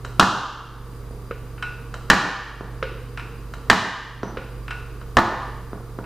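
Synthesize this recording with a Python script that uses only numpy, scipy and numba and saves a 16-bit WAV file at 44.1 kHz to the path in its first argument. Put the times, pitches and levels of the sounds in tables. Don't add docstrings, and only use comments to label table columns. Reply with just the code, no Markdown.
import sys
import numpy as np
from scipy import signal
from scipy.fft import rfft, irfft
from scipy.io import wavfile
from numba import njit

SR = 44100
rng = np.random.default_rng(int(sys.argv[2]) if len(sys.argv) > 2 else 0)


def dump(signal):
    limited = np.clip(np.atleast_2d(signal).T, -1, 1)
    pcm = np.round(limited * 32767).astype(np.int16)
    wavfile.write(sys.argv[1], SR, pcm)


N = 266977


def amp(db):
    return 10 ** (np.asarray(db) / 20)


def along(points, f):
    hz, value = np.transpose(points)
    return np.interp(np.log(f + 1), np.log(hz), value)


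def unit(x):
    return x / np.sqrt(np.sum(x ** 2))


def add(track, s, sound):
    start = int(s * SR)
    track[start:start + len(sound)] += sound[:max(N - start, 0)]


def click(colour, size=2048):
    f = np.arange(size // 2 + 1) * SR / size
    cepstrum = irfft(np.log(amp(along(colour, f))))
    cepstrum[1:size // 2] *= 2
    cepstrum[size // 2 + 1:] = 0
    return unit(irfft(np.exp(rfft(cepstrum))))


def ring(notes):
    t = np.arange(SR) / SR
    return sum(amp(db - 60 * t / fade_s) * np.sin(2 * np.pi * hz * t) for hz, db, fade_s in notes)


def scrape(length_s, size=4096, passes=4):
    fade = amp(-20 * np.arange(size) / SR / length_s)
    burst = rng.standard_normal(size) * fade
    for _ in range(passes):
        spectrum = rfft(burst)
        burst = irfft(spectrum / np.abs(spectrum)) * np.minimum(10 * fade, 1)
    return unit(burst)


def soften(x, cutoff_hz):
    return signal.sosfilt(signal.butter(2, min(cutoff_hz, SR / 3), fs=SR, output="sos"), x)


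def noise(gain_of_hz, width):
    f = np.arange(N // 2 + 1) * SR / N
    mid, side = rfft(rng.standard_normal((2, N))) * gain_of_hz(f)
    side = side * amp(along(width, f))
    stereo = irfft(np.array([mid + side, mid - side]), N)
    return stereo / stereo.std()


# (frequency [Hz], relative level [dB])
RUMBLE_COLOUR = [(3, -27), (20, 10), (60, 8), (110, 0.5), (170, -14), (260, -15), (600, -60)]
AIR_COLOUR = [(100, -31), (170, -1), (395, -2), (468, 0), (586, -13), (668, -10.5), (720, -14.5),
              (806, -14), (1130, -8.5), (1770, -19), (2530, -24.5), (3540, -27.5), (3890, -25.5),
              (4350, -28), (15000, -34)]
# (frequency [Hz], side minus mid [dB])
NOISE_WIDTH = [(60, -20), (110, -20), (200, -17), (380, -18.5), (700, -12), (1290, -10.5), (2380, -5),
               (4400, -5.5), (8120, -3), (15000, -4)]
# (frequency [Hz], level [dB])
HUM_TONES = [(25.3, -53), (50.7, -38), (76.8, -51.5), (101.5, -56.5), (120, -39), (146, -53.5), (154, -55),
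             (172, -64), (468, -54.5), (1157, -61)]
# (frequency [Hz], spread [Hz], level [dB])
WHINE_BANDS = [(4785, 48, -66.5), (9560, 170, -66), (14150, 380, -66.5)]


def machinery(waver_db=1.44, rumble_db=-45, air_db=-44):
    t = np.arange(N) / SR
    out = amp(rumble_db) * noise(lambda f: amp(along(RUMBLE_COLOUR, f)), NOISE_WIDTH)
    out += amp(air_db) * noise(lambda f: amp(along(AIR_COLOUR, f)), NOISE_WIDTH)
    for hz, db in HUM_TONES:
        waver = np.interp(t, np.linspace(0, t[-1], 30), rng.standard_normal(size=30))
        out += np.sqrt(2) * amp(db + waver_db * waver) * np.sin(2 * np.pi * (hz * t + rng.random()))
    for hz, spread_hz, db in WHINE_BANDS:
        out += amp(db) * noise(lambda f: 1 / (1 + ((f - hz) / spread_hz) ** 2), NOISE_WIDTH)
    return out


# (frequency [Hz], fade time [s])
ROOM_FADE = [(100, .5), (400, 0.68), (1200, 0.8952), (3000, 0.86), (6000, 0.7741), (10000, 0.5),
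             (15000, 0.59)]
# (frequency [Hz], relative level [dB])
ROOM_COLOUR = [(100, -3.5), (250, -3.5), (550, -4), (900, 1), (1250, -6), (1750, -5.5), (2100, -6),
               (2500, -3), (6000, -3.5), (14000, -1.5)]
# (frequency [Hz], side minus mid [dB])
ROOM_WIDTH = [(60, -23), (110, -12), (200, -33), (380, -39), (700, -41), (1290, -22.5), (2380, -19.5),
              (4400, -10.5), (8120, -5), (15000, 3.5)]


def room_tail(build_s=0.0028, bands=18):
    t, f = np.arange(SR) / SR, np.arange(SR // 2 + 1)
    spectrum = rfft(noise(np.ones_like, ROOM_WIDTH)[:, :SR]) * amp(along(ROOM_COLOUR, f))
    centres = np.geomspace(60, 16000, bands)
    tail = 0
    for hz, weights in zip(centres, np.eye(bands)):
        band = irfft(spectrum * along(np.c_[centres, weights], f))
        tail = tail + band * amp(-60 * t / along(ROOM_FADE, hz))
    return unit(tail * (1 - np.exp(-(t / build_s) ** 2)))


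# (delay [s], relative level [dB])
NEAR_ECHOES = [(.0029, -8.5), (.0044, -8.5), (0.0138, -11), (0.0205, -21.5)]


def in_room(x, tail, tail_db, echo_db):
    near = x.copy()
    for delay_s, db in NEAR_ECHOES:
        add(near, delay_s, amp(db + echo_db) * x)
    return near + amp(tail_db) * signal.fftconvolve(x[None], tail, axes=1)[:, :N]


# (frequency [Hz], level [dB], fade time [s])
HANDLE_NOTES = [(459, -51, 0.86), (1260, -48, 0.18), (1460, -41.5, 0.55), (1620, -52, .2),
                (2190, -41.5, 0.15), (2610, -51, 0.76), (2710, -46, 0.49), (3060, -31.5, 0.06),
                (3930, -45.5, 0.33), (5450, -54, 0.47)]


def knock(s, db, colour, cutoff_hz, length_s, ring_db, db_per_octave=10):
    impact, ringing = np.zeros(N), np.zeros(N)
    hit = amp(db) * soften(click(colour), cutoff_hz * 2 ** (db / db_per_octave))
    add(impact, s, signal.fftconvolve(scrape(length_s), hit))
    add(ringing, s, amp(ring_db) * signal.fftconvolve(hit, ring(HANDLE_NOTES)))
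    return np.array([impact, ringing])


# (time [s], level [dB])
THUD_HITS = [(1.109, -10.5), (2.6088, -1), (4.2315, 7), (4.274, -11), (5.7303, -2.5), (5.9878, -0.5)]
# (frequency [Hz], relative level [dB])
THUD_COLOUR = [(30, -46), (80, -15), (150, -4), (360, -2), (800, -14), (1400, -11.5), (1800, -22),
               (2400, -33), (6000, -24), (12000, -63)]


def handle_thuds():
    return sum(knock(s, db, THUD_COLOUR, cutoff_hz=1790, length_s=0.00526, ring_db=-13)
               for s, db in THUD_HITS)


# (time [s], level [dB], hollow note level [dB])
CLUNK_HITS = [(1.3105, -6.5, 5), (2.827, 3.5, 6), (4.371, -1.5, -5)]
# (frequency [Hz], relative level [dB])
CLUNK_COLOUR = [(150, -61), (250, -22.5), (506, 2.5), (570, -6), (693, -27), (868, -20.5), (1420, -7.5),
                (1890, -15), (2440, -15.5), (2920, -17), (3450, -25.5), (3890, -23), (4520, -32),
                (5170, -31), (9000, -59), (11700, -86), (19800, -120)]
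# (frequency [Hz], level [dB], fade time [s])
LINKAGE_NOTES = [(483, -26.5, 0.074), (523, -33, 0.092), (1274, -27, 0.029)]


def linkage_clunks():
    impact, ringing = sum(knock(s, db, CLUNK_COLOUR, cutoff_hz=6000, length_s=0.0155, ring_db=-8.5)
                          for s, db, _ in CLUNK_HITS)
    for s, _, note_db in CLUNK_HITS:
        add(ringing, s, amp(note_db) * ring(LINKAGE_NOTES))
    return np.array([impact, ringing])


# (time [s], level [dB], relative handle ring [dB])
CLINK_HITS = [(1.579, -16.5, 0), (1.6250, -1, 2), (3.174, -4, -18), (3.196, -7, -22), (4.6806, -7, -12),
              (4.7072, -2.5, -2), (6.041, -16, -12)]
# (frequency [Hz], relative level [dB])
CLINK_COLOUR = [(350, -56), (600, -17.5), (1020, -8.5), (1390, 0.5), (2080, -10), (2650, -6), (3340, -20),
                (3910, -17.5), (4470, -26.5), (5240, -23), (6680, -34), (8020, -29.5), (11000, -39),
                (14300, -67), (22000, -120)]


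def pin_clinks():
    return sum(knock(s, db, CLINK_COLOUR, cutoff_hz=11000, length_s=0.0136, ring_db=ring_db)
               for s, db, ring_db in CLINK_HITS)


# (time [s], level [dB])
TICK_HITS = [(0.048, -4.5), (1.941, -4.5), (3.5373, -7), (5.014, -15), (5.4204, -11)]
# (frequency [Hz], relative level [dB])
TICK_COLOUR = [(260, -33), (450, -0.5), (855, -10.5), (1370, 2.5), (2360, -18), (3090, -11), (3530, -29),
               (3880, -11), (4490, -22.5), (8200, -22.5), (11000, -41), (14300, -69), (22000, -120)]


def joint_ticks():
    return sum(knock(s, db, TICK_COLOUR, cutoff_hz=12000, length_s=.011, ring_db=-30)
               for s, db in TICK_HITS)


# (time [s], level [dB])
PING_HITS = [(4.237, -46), (4.28, -44)]


def loose_part(pitch_hz=5950, fade_s=0.17):
    out = np.zeros(N)
    for s, db in PING_HITS:
        add(out, s, ring([(pitch_hz, db, fade_s)]))
    return out


# (time [s], level [dB], treble cut-off [Hz], rebound delay [s])
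SHAFT_SLIPS = [(0.1963, 17, 4050, .0307), (2.1003, 16, 3800, 0.033), (3.6994, 15.5, 4000, .0307),
               (5.1695, 13.5, 1170, 0.018)]


def blows(rebound_db=-9.5, rebound_hz=1840, rebound_crack_db=-3.5, rebound_thump_db=9):
    for s, db, cutoff_hz, delay_s in SHAFT_SLIPS:
        yield s, db, cutoff_hz, 0, 0
        yield s + delay_s, db + rebound_db, rebound_hz, rebound_crack_db, rebound_thump_db


# (frequency [Hz], level [dB], fade time [s])
HOUSING_NOTES = [(119, -60, 0.15), (260, -23.5, 0.011), (593, -22.5, 0.021), (850, -23, 0.012),
                 (1224, 2, 0.011), (1764, -2.5, 0.0097)]
# (frequency [Hz], level [dB], fade time [s])
FRAME_NOTES = [(191.6, -24.5, 0.24), (257, -35.5, 0.34), (341, -31, 0.4), (503, -33, 0.17),
               (675, -49, 0.24), (777, -43, 0.23), (815, -26.5, 0.32), (894, -30, 0.39), (1012, -40, 0.45),
               (1045, -42, 0.52), (1125, -36, 0.3), (1190, -38, .3), (1278, -27.5, 0.24),
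               (1450, -31.5, 0.65), (1640, -28, 0.34), (1730, -33, .35), (1935, -34, 0.36),
               (2517, -34, 0.4), (2660, -50, .4), (2960, -56, .4), (2970, -35, .4), (3510, -44, 0.34),
               (3870, -42, 0.37), (4050, -30, 0.47), (4060, -37, 0.58), (4850, -38, 0.38),
               (5600, -35, 0.41), (5800, -35, .35), (6723, -28, .33), (6900, -45, .3)]
# (frequency [Hz], relative level [dB])
CRACK_COLOUR = [(100, -9), (300, -7), (700, -22), (1300, 6), (1750, 7.5), (2150, -7.5), (2800, -4),
                (4200, -8), (5500, -12.5), (7000, -16.5), (9000, -24), (15000, -45)]
# (frequency [Hz], relative level [dB])
THUMP_COLOUR = [(30, -27), (110, 2.5), (220, 3), (400, -7), (650, -12.5), (1000, -18), (3000, -42)]


def shaft_bangs(crack_db=16, crack_s=0.0076, thump_db=8, thump_s=0.0189, thump_lag_s=.0025, hard_hz=4040):
    impact, ringing = np.zeros(N), np.zeros(N)
    housing, frame = ring(HOUSING_NOTES), ring(FRAME_NOTES)
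    for s, db, cutoff_hz, extra_crack_db, extra_thump_db in blows():
        crack = soften(signal.fftconvolve(scrape(crack_s), click(CRACK_COLOUR)), 6.8 * cutoff_hz)
        thump = signal.fftconvolve(scrape(thump_s), click(THUMP_COLOUR))
        octaves_softer = np.log2(hard_hz / cutoff_hz)
        add(impact, s, amp(db) * soften(housing, cutoff_hz))
        add(impact, s, amp(db + crack_db + extra_crack_db - 7 * octaves_softer) * crack)
        add(impact, s + thump_lag_s, amp(db + thump_db + extra_thump_db - 5 * octaves_softer) * thump)
        add(ringing, s, amp(db) * soften(frame, cutoff_hz))
    return impact, ringing


def scene():
    tail = room_tail()
    bangs, frame_ring = shaft_bangs()
    knocks, pump_ring = handle_thuds() + linkage_clunks() + pin_clinks() + joint_ticks()
    pump = in_room(knocks, tail, tail_db=6, echo_db=-7) + pump_ring + loose_part()
    shaft = in_room(bangs, tail, tail_db=1, echo_db=-1) + frame_ring
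    return machinery() + pump + shaft


@njit
def follow_peaks(x, attack, release):
    out, level = np.empty(len(x)), 0.
    for i in range(len(x)):
        level += (x[i] - level) * (attack if x[i] > level else release)
        out[i] = level
    return out


# (frequency [Hz], left minus right [dB])
MIC_BALANCE = [(50, -3), (130, -2.5), (250, -1.8), (500, -1.2), (1200, -.5), (5000, 0), (13000, -1.2)]


def record(dry, threshold_db=-1, range_db=15, attack_s=0.0014, release_s=0.49, ahead_s=0.0013, knee=4):
    t, f = np.arange(N) / SR, np.arange(N // 2 + 1) * SR / N
    x = irfft(rfft(dry) * amp(np.array([[.5], [-.5]]) * along(MIC_BALANCE, f)), N)
    excess = np.minimum(np.abs(x).max(axis=0) / amp(threshold_db), amp(range_db))
    turn_down = np.maximum(follow_peaks(excess, 1 / (attack_s * SR), 1 / (release_s * SR)), 1)
    x = x / np.interp(t + ahead_s, t, turn_down)
    x = x / (1 + np.abs(x) ** knee) ** (1 / knee)
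    treble_cut = signal.ellip(8, .2, 70, 15200, fs=SR, output="sos")
    return signal.sosfilt(treble_cut, .96 * x)


dry = scene()
out = record(dry)
dump(out)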